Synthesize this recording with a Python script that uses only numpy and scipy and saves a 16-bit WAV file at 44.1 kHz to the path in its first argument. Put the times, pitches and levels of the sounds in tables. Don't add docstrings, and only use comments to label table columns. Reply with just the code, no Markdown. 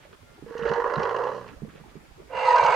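import sys
import numpy as np
from scipy import signal
from scipy.io import wavfile
from scipy.ndimage import uniform_filter1d

SR = 44100
rng = np.random.default_rng(int(sys.argv[2]) if len(sys.argv) > 2 else 0)


def volts(x):
    e = np.asarray(x, float) / 20
    return 10 ** e


def master(y):
    cut = np.clip(np.atleast_2d(y).T, -1, 1)
    pcm = np.round(cut * 32767)
    wavfile.write(sys.argv[1], SR, pcm.astype(np.int16))


N = 121275

# (time [s], pulse rate [1/s], roughness [0-1])
VOCAL_FOLDS = [(0.44, 44, 0.6), (0.65, 47, 0.8), (0.9, 50, 0.6), (1.2, 56, 0.8), (1.33, 66, 0.48),
               (1.5, 58, .6), (2.27, 50, 0.8), (2.75, 52, 0.5)]
# (frequency [Hz], overall width [Hz], relative level [dB])
FIRST_THROAT = [
    [(475, 114, 0), (597, 46, -9.5)],
    [(915, 43, -11), (1110, 195, 4), (843, 347, -0.5)],
    [(1401, 150, 1), (1680, 129, -2.5), (1900, 157, -3.5)],
    [(2796, 450, 9.5), (4010, 313, 3), (4370, 1300, -2.5), (6090, 1500, -8.5)],
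]
SECOND_THROAT = [
    [(484, 57, 7.1), (670, 130, 2)],
    [(947, 102, -4.5), (846, 19, -7), (1253, 32, -12.5)],
    [(1448, 360, 1.5), (2043, 97, -2), (2336, 160, -1.5)],
    [(2750, 124, 9), (4010, 1600, -8), (5020, 680, -13.5), (6204, 190, -8.5), (8040, 890, -24)],
]
# (time [s], level [dB])
LOWEST_LEVEL = [
    [(0.585, -75), (0.612, -34), (0.648, -33.5), (0.666, -20), (0.686, -30.5), (0.716, -21.5),
     (0.75, -41.5), (0.782, -24), (0.832, -36), (0.858, -24.5), (0.888, -33), (0.932, -27.5), (0.948, -34),
     (1.048, -27.5), (1.092, -32.5), (1.232, -29), (1.366, -37), (1.56, -62)],
    [(2.27, -94), (2.3, -47), (2.336, -35.5), (2.494, -26), (2.75, -26.5)],
]
# (time [s], level [dB])
SECOND_LEVEL = [
    [(0.46, -60.5), (0.56, -47), (0.67, -39.5), (0.72, -30), (0.818, -30.5), (0.858, -28), (0.918, -32),
     (1.044, -30.5), (1.268, -31.5), (1.516, -56), (1.56, -72)],
    [(2.28, -70), (2.32, -42.5), (2.37, -31.5), (2.47, -26), (2.487, -11), (2.501, -30), (2.515, -12.5),
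     (2.532, -25), (2.545, -17), (2.567, -15), (2.578, -29), (2.588, -17), (2.6, -16.5), (2.612, -23),
     (2.62, -30.5), (2.628, -11), (2.638, -30), (2.653, -17.5), (2.667, -18.5), (2.68, -17), (2.75, -23)],
]
# (time [s], upper throat level [dB], treble level [dB])
UPPER_LEVELS = [
    [(0.46, -61, -69), (0.6, -44.5, -64.5), (0.67, -35.5, -51.5), (0.84, -39, -58), (1.02, -37, -54.5),
     (1.26, -43, -58), (1.36, -51, -59), (1.43, -56, -65), (1.56, -58.5, -71)],
    [(2.28, -70, -87), (2.31, -55, -72), (2.36, -39.5, -50), (2.47, -37, -39.5), (2.58, -35.5, -42),
     (2.75, -31, -40.5)],
]
# (time [s], low frequency [Hz], second frequency [Hz], low power share [0-1], second power share [0-1])
LOCKED_TONES = [(0.44, 463, 925, 0.6, 0), (0.75, 464, 930, 0.69, 0.44), (0.87, 480, 971.5, 0.46, 0.26),
                (1.05, 475, 1099, .25, 0.11), (1.3, 495.5, 1033, 0.12, 0.02),
                (1.5, 468.9, 1110, 0.06, 0.06), (2.28, 530, 900, 0.44, 0.05), (2.44, 520, 963, .55, 0),
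                (2.49, 512, 968, 0.75, 0.82), (2.6, 512, 966.3, 0, 0.35), (2.75, 520, 924, 0.13, 0.02)]
# (time [s], frequency [Hz], level relative to the band [dB])
SINKING_STRANDS = [
    [(2.33, 2210, -19), (2.45, 2030, 2.5), (2.53, 1860, 0.5), (2.57, 1570, 4.5), (2.75, 1480, -4.5)],
    [(2.35, 2800, 11), (2.5, 2660, -8), (2.59, 2290, 2.5), (2.75, 2200, 4.5)],
]
BREATH_THROB = [.9, .55]
BREATH_SHUTTING = [.3, .45, .65, .75]
CALF_PAN = [-7.5, -4, -11.5, 0.5]
CALF_ECHO = [-34.5, -12, -12, -5.5]
# (time [s], peak level [dB])
OPENING_PULSES = [(0.463, -36), (0.509, -31), (0.553, -26), (0.593, -27)]
# (time [s], common level [dB])
CHEST_LEVEL = [(1.0, -58), (1.349, -55.5), (1.42, -54), (1.541, -59.5)]
# (multiple of the pulse rate [1], relative level [dB])
CHEST_PARTIALS = [(2, 1.5), (3, -1), (4, -5.5), (7, 1.5)]
# (time [s], relative level [dB], further level in the higher resonances [dB])
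RASP_EVENTS = [(0.5776, -45.5, -1.5), (0.5914, -49.5, -4), (0.623, -40, -25), (0.6652, -41.5, -26),
               (0.6885, -36, -6.5), (0.7351, -37, -6), (0.9359, -47, 2), (0.9933, -42, -5),
               (1.03, -35.5, -5.5), (1.051, -40, -14), (1.092, -39.5, -14), (1.1624, -37.5, -10.5),
               (1.2357, -42.5, -7.5), (1.274, -43.5, -24), (1.479, -52.5, -5), (2.557, -35, 1.5),
               (2.58, -35.5, 1.5), (2.637, -35.5, -1.8), (2.661, -29.5, -4.5)]
# (frequency [Hz], 60 dB decay time [s])
STRAW_MODES = [(2850, .014), (3950, .011)]
# (time [s], relative level [dB], further level of the last two ground modes [dB])
FOOTFALLS = [(0.424, -41.5, 28), (0.612, -30.5, 5), (0.699, -27.5, 7.5), (0.968, -22.5, 8),
             (1.62, -28, 15.5), (1.681, -49, 27.5), (1.8, -45, 17.5), (1.954, -40, 22), (2.205, -49.5, -12),
             (2.63, -40.5, 9.5), (2.688, -44.5, 13)]
# (frequency [Hz], relative level [dB], 60 dB decay time [s])
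GROUND_MODES = [(60.8, -10.5, 0.31), (156.5, 8, 0.13), (213, 1, 0.15), (294.5, -1.5, 0.024),
                (387, -3.5, 0.026)]
# (time [s], length [s], peak level [dB], frequency [Hz])
WIND_BUMP = (0.64, .08, -36, 57)
# (time [s], length [s], level [dB])
SPLASHES = [(0.0, 0.072, -58), (0.123, 0.014, -53), (1.458, 0.048, -52.5), (1.683, 0.038, -53),
            (1.713, 0.11, -58), (1.884, 0.036, -60)]
# (time [s], peak level [dB], frequency [Hz])
MUD_PLOPS = [(0.052, -42, 593), (1.649, -38.5, 482), (1.839, -44, 850)]
# (start [s], end [s], fade [s])
FAR_TONE_SPAN = (0.19, 0.45, 0.09)
# (frequency [Hz], level [dB])
FAR_PARTIALS = [(1400, -66), (2105, -69.5)]
# (frequency [Hz], relative density [dB per Hz])
FIELD_SPECTRUM = [(22, -10.5), (55, -4), (200, -7.5), (450, -9), (800, -12), (1600, -14.5), (3000, -20),
                  (6000, -26), (10000, -30.5), (16000, -38)]
# (frequency [Hz], level difference [dB])
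FIELD_BALANCE = [(60, -11.5), (200, -0.5), (700, -4), (3000, 0), (16000, 2)]

JITTER_CYCLES, PULSE_SPREAD_DB = 0.14, 3.5
LOCK_WAVER = 0.0129
SINKING_WANDER_HZ = 75
OPENING_HZ, OPENING_T60_S = 465, 0.17
RASP_RISE_S, RASP_TRIM_DB, RASP_ECHO_DB = 0.0029, -4, -14
SNAP_S, SNAP_CLICK_DB = 0.9580, -31
THUD_CORNER_HZ, THUD_TRIM_DB, THUD_SWELL_S, THUD_PAN_DB = 563, -1.5, 0.0071, -10.5
DROPS_PER_S, DROP_SPREAD_DB, SLOSH_PAN_DB = 2000, 4, -5.5
DROP_CYCLES, PLOP_CYCLES = 7.9, 30
FIELD_DB, RUMBLE_PATCHY_DB, RUMBLE_ALIKE_HZ = -52.5, 7, 150


def rms_one(x):
    return x / np.sqrt(np.mean(x ** 2) + 1e-20)


def in_time(rows):
    s, *columns = np.transpose(rows)
    return [np.interp(np.arange(N) / SR, s, c) for c in columns]


def at_hz(points, hz):
    known_hz, value = np.transpose(points)
    return np.interp(np.log(hz), np.log(known_hz), value)


def drift(rate_hz):
    r = np.exp(-80 * np.pi * rate_hz / SR)
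    white = rng.standard_normal(N // 40 + 2002)
    slow = signal.lfilter([1], [1, -2 * r, r * r], white)[2000:]
    return np.interp(np.arange(N) / 40, np.arange(len(slow)), rms_one(slow))


def resonate(x, hz, width_hz):
    r = np.exp(-np.pi * width_hz / SR)
    poles = [1, -2 * r * np.cos(2 * np.pi * hz / SR), r * r]
    return signal.lfilter([(1 - r * r) / 2, 0, (r * r - 1) / 2], poles, x + 1e-18)


def ring(clicks, hz, t60):
    r = volts(-60 / (t60 * SR))
    w = 2 * np.pi * hz / SR
    return signal.lfilter([0, np.sin(w)], [1, -2 * r * np.cos(w), r * r], clicks + 1e-18)


def click_at(s):
    return np.arange(N) == int(s * SR)


def tilt(pan_db):
    return np.array([[0.5], [-0.5]]) * pan_db


def place(x, pan_db, echo_db):
    late = lambda d: np.concatenate([np.zeros(d), x[:-d]])
    echo = np.stack([late(263) - late(611), late(397) - late(829)])
    gains = volts(tilt(pan_db))
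    return (x + volts(echo_db) * echo) * gains / np.mean(gains)


def gate(start, end, fade):
    t = np.arange(N) / SR
    return np.clip(np.minimum(t - start, end - t) / fade, 0, 1)


def lowpass(x, hz):
    return signal.sosfilt(signal.butter(2, hz, fs=SR, output="sos"), x)


def throat(x, group):
    out = 0
    for k, (hz, width, db) in enumerate(group):
        twice = resonate(resonate(x, hz, 1.5 * width), hz, 1.5 * width)
        out = out + (-1) ** k * volts(db) * twice
    return out


def fold_source():
    rate, rough = in_time(VOCAL_FOLDS)
    rough = np.clip(rough, 0, 1)
    cycle = np.cumsum(rate) / SR + JITTER_CYCLES * rough * drift(25)
    index = np.clip(np.floor(cycle).astype(int), 0, 299)
    strength = volts(PULSE_SPREAD_DB * rough * rng.standard_normal(300)[index])
    pulses = rms_one(np.diff(np.maximum.accumulate(index), prepend=0) * strength)
    puff = uniform_filter1d(np.exp(-3.0 * (cycle % 1)), size=200)
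    return rough, strength, pulses, puff


def roars():
    rough, strength, pulses, puff = fold_source()
    out, lock = 0, in_time(LOCKED_TONES)
    for n, groups in enumerate((FIRST_THROAT, SECOND_THROAT)):
        end = max(LOWEST_LEVEL[n][-1][0], SECOND_LEVEL[n][-1][0]) + 0.01
        on = gate(SECOND_LEVEL[n][0][0], end, 0.01)
        levels = in_time(LOWEST_LEVEL[n]) + in_time(SECOND_LEVEL[n]) + in_time(UPPER_LEVELS[n])
        for k, (group, db) in enumerate(zip(groups, levels)):
            throb = (strength * puff ** BREATH_SHUTTING[k]) ** BREATH_THROB[n]
            breath = rms_one(rng.standard_normal(N) * throb)
            share = rough ** (BREATH_THROB[n] / (1 + k * k))
            voice = throat((1 - share) * pulses + share * breath, group)
            voice = voice / np.sqrt(uniform_filter1d(voice ** 2, size=1600) + 1e-20)
            if k < 2:
                phase = 2 * np.pi * np.cumsum(lock[k] * (1 + LOCK_WAVER * drift(34.5))) / SR
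                tone = np.sqrt(2) * np.sin(phase)
                locked = np.clip(lock[k + 2], 0, 1)
                voice = np.sqrt(locked) * tone + np.sqrt(1 - locked) * voice
            if n == 1 and k >= 2:
                hz, over_db = in_time(SINKING_STRANDS[k - 2])
                strand = drift(SINKING_WANDER_HZ) * np.sin(2 * np.pi * np.cumsum(hz) / SR)
                voice = voice + volts(over_db) * strand
            level = uniform_filter1d(volts(db), size=300)
            out = out + place(on * level * voice, CALF_PAN[k], CALF_ECHO[k])
    return out


def opening_pulses():
    clicks = sum(volts(db) * click_at(s) for s, db in OPENING_PULSES)
    return place(ring(clicks, OPENING_HZ, OPENING_T60_S), CALF_PAN[0], CALF_ECHO[0])


def chest_rumble():
    cycle = np.cumsum(in_time(VOCAL_FOLDS)[0]) / SR
    chest = sum(volts(db) * np.sin(2 * np.pi * k * cycle + k * k) for k, db in CHEST_PARTIALS)
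    level = gate(CHEST_LEVEL[0][0], CHEST_LEVEL[-1][0], 0.02) * volts(in_time(CHEST_LEVEL)[0])
    return place(level * np.sqrt(2) * chest, CALF_PAN[0], -23)


def rasps():
    t, out = np.arange(N) / SR, 0
    for k, group in enumerate((FIRST_THROAT[3][:1], FIRST_THROAT[3][1:])):
        shape = 0
        for s, db, bright_db in RASP_EVENTS:
            age = np.clip(t - s, 0, None) / RASP_RISE_S
            shape = shape + volts(db + RASP_TRIM_DB + k * bright_db) * age * np.exp(1 - age)
        out = out + shape * rms_one(throat(rng.standard_normal(N), group))
    return place(out, CALF_PAN[3], RASP_ECHO_DB)


def straw_snap():
    click = volts(SNAP_CLICK_DB) * click_at(SNAP_S)
    click = resonate(resonate(click, 3400, 3000), 3400, 3000)
    modes = sum(ring(click, hz, t60) for hz, t60 in STRAW_MODES)
    return place(modes, CALF_PAN[3], RASP_ECHO_DB)


def thuds():
    s, db, bright_db = np.transpose(FOOTFALLS)
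    chance_db = rng.normal(0, 1.5, (len(s), len(GROUND_MODES)))
    t, out = np.arange(N) / SR, 0
    for k, (hz, level_db, t60) in enumerate(GROUND_MODES):
        gains = volts(db + level_db + THUD_TRIM_DB + chance_db[:, k] + bright_db * (k > 2))
        for start, gain in zip(s, gains):
            age = np.clip(t - start, 0, None)
            envelope = (1 - np.exp(-age / THUD_SWELL_S)) * volts(-60 * age / t60)
            out = out + gain * envelope * np.sin(2 * np.pi * hz * age)
    start, length, bump_db, bump_hz = WIND_BUMP
    out = out + volts(bump_db) * gate(start, start + length, length / 2) * np.sin(2 * np.pi * bump_hz * t)
    return place(lowpass(out, THUD_CORNER_HZ), THUD_PAN_DB, -14)


def slosh():
    size_db = DROP_SPREAD_DB * np.minimum(rng.exponential(1, N), 5)
    falls = rng.random(N) < DROPS_PER_S / SR
    clicks = volts(size_db) * rng.choice([-1, 1], N) * falls
    dealt = rng.integers(0, 16, N)
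    pitches_hz = np.geomspace(1300, 3600, 16)
    drops = sum(ring(clicks * (dealt == k), hz, DROP_CYCLES / hz) for k, hz in enumerate(pitches_hz))
    level = sum(volts(db) * gate(s, s + length, length / 3) for s, length, db in SPLASHES)
    plops = sum(ring(volts(db) * click_at(s), hz, PLOP_CYCLES / hz) for s, db, hz in MUD_PLOPS)
    return place(lowpass(level * rms_one(drops) + plops, 4500), SLOSH_PAN_DB, -5)


def far_tone():
    t = np.cumsum(1 + 0.0059 * drift(16)) / SR
    partials = sum(volts(db) * np.sin(2 * np.pi * hz * t) for hz, db in FAR_PARTIALS)
    return gate(*FAR_TONE_SPAN) * np.sqrt(2) * partials


def field():
    out, edges = 0, 20 * 2 ** np.arange(0, 10, 0.5)
    white = rng.standard_normal((2, 2, N))
    for k, (low, high) in enumerate(zip(edges, edges * 2 ** 0.5)):
        hz = np.sqrt(low * high)
        bandpass = signal.butter(2, [low, min(high, 19000)], "band", fs=SR, output="sos")
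        band = signal.sosfilt(bandpass, white[k % 2])
        alike = 1 / (1 + (hz / RUMBLE_ALIKE_HZ) ** 2)
        band = np.stack([band[0], alike * band[0] + np.sqrt(1 - alike ** 2) * band[1]])
        lumps_db = RUMBLE_PATCHY_DB * min(1, 400 / hz) * drift(17.8)
        out = out + band * volts(at_hz(FIELD_SPECTRUM, hz) + lumps_db + tilt(at_hz(FIELD_BALANCE, hz)))
    return volts(FIELD_DB) * out / np.sqrt(np.mean(out.mean(axis=0) ** 2))


def scene():
    calf = roars() + opening_pulses() + chest_rumble() + rasps()
    return calf + straw_snap() + thuds() + slosh() + far_tone() + field()


def low_pass(x):
    return signal.sosfilt(signal.butter(12, 15720, fs=SR, output="sos"), x)


def record(dry):
    return low_pass(dry)


dry = scene()
out = record(dry)
master(out)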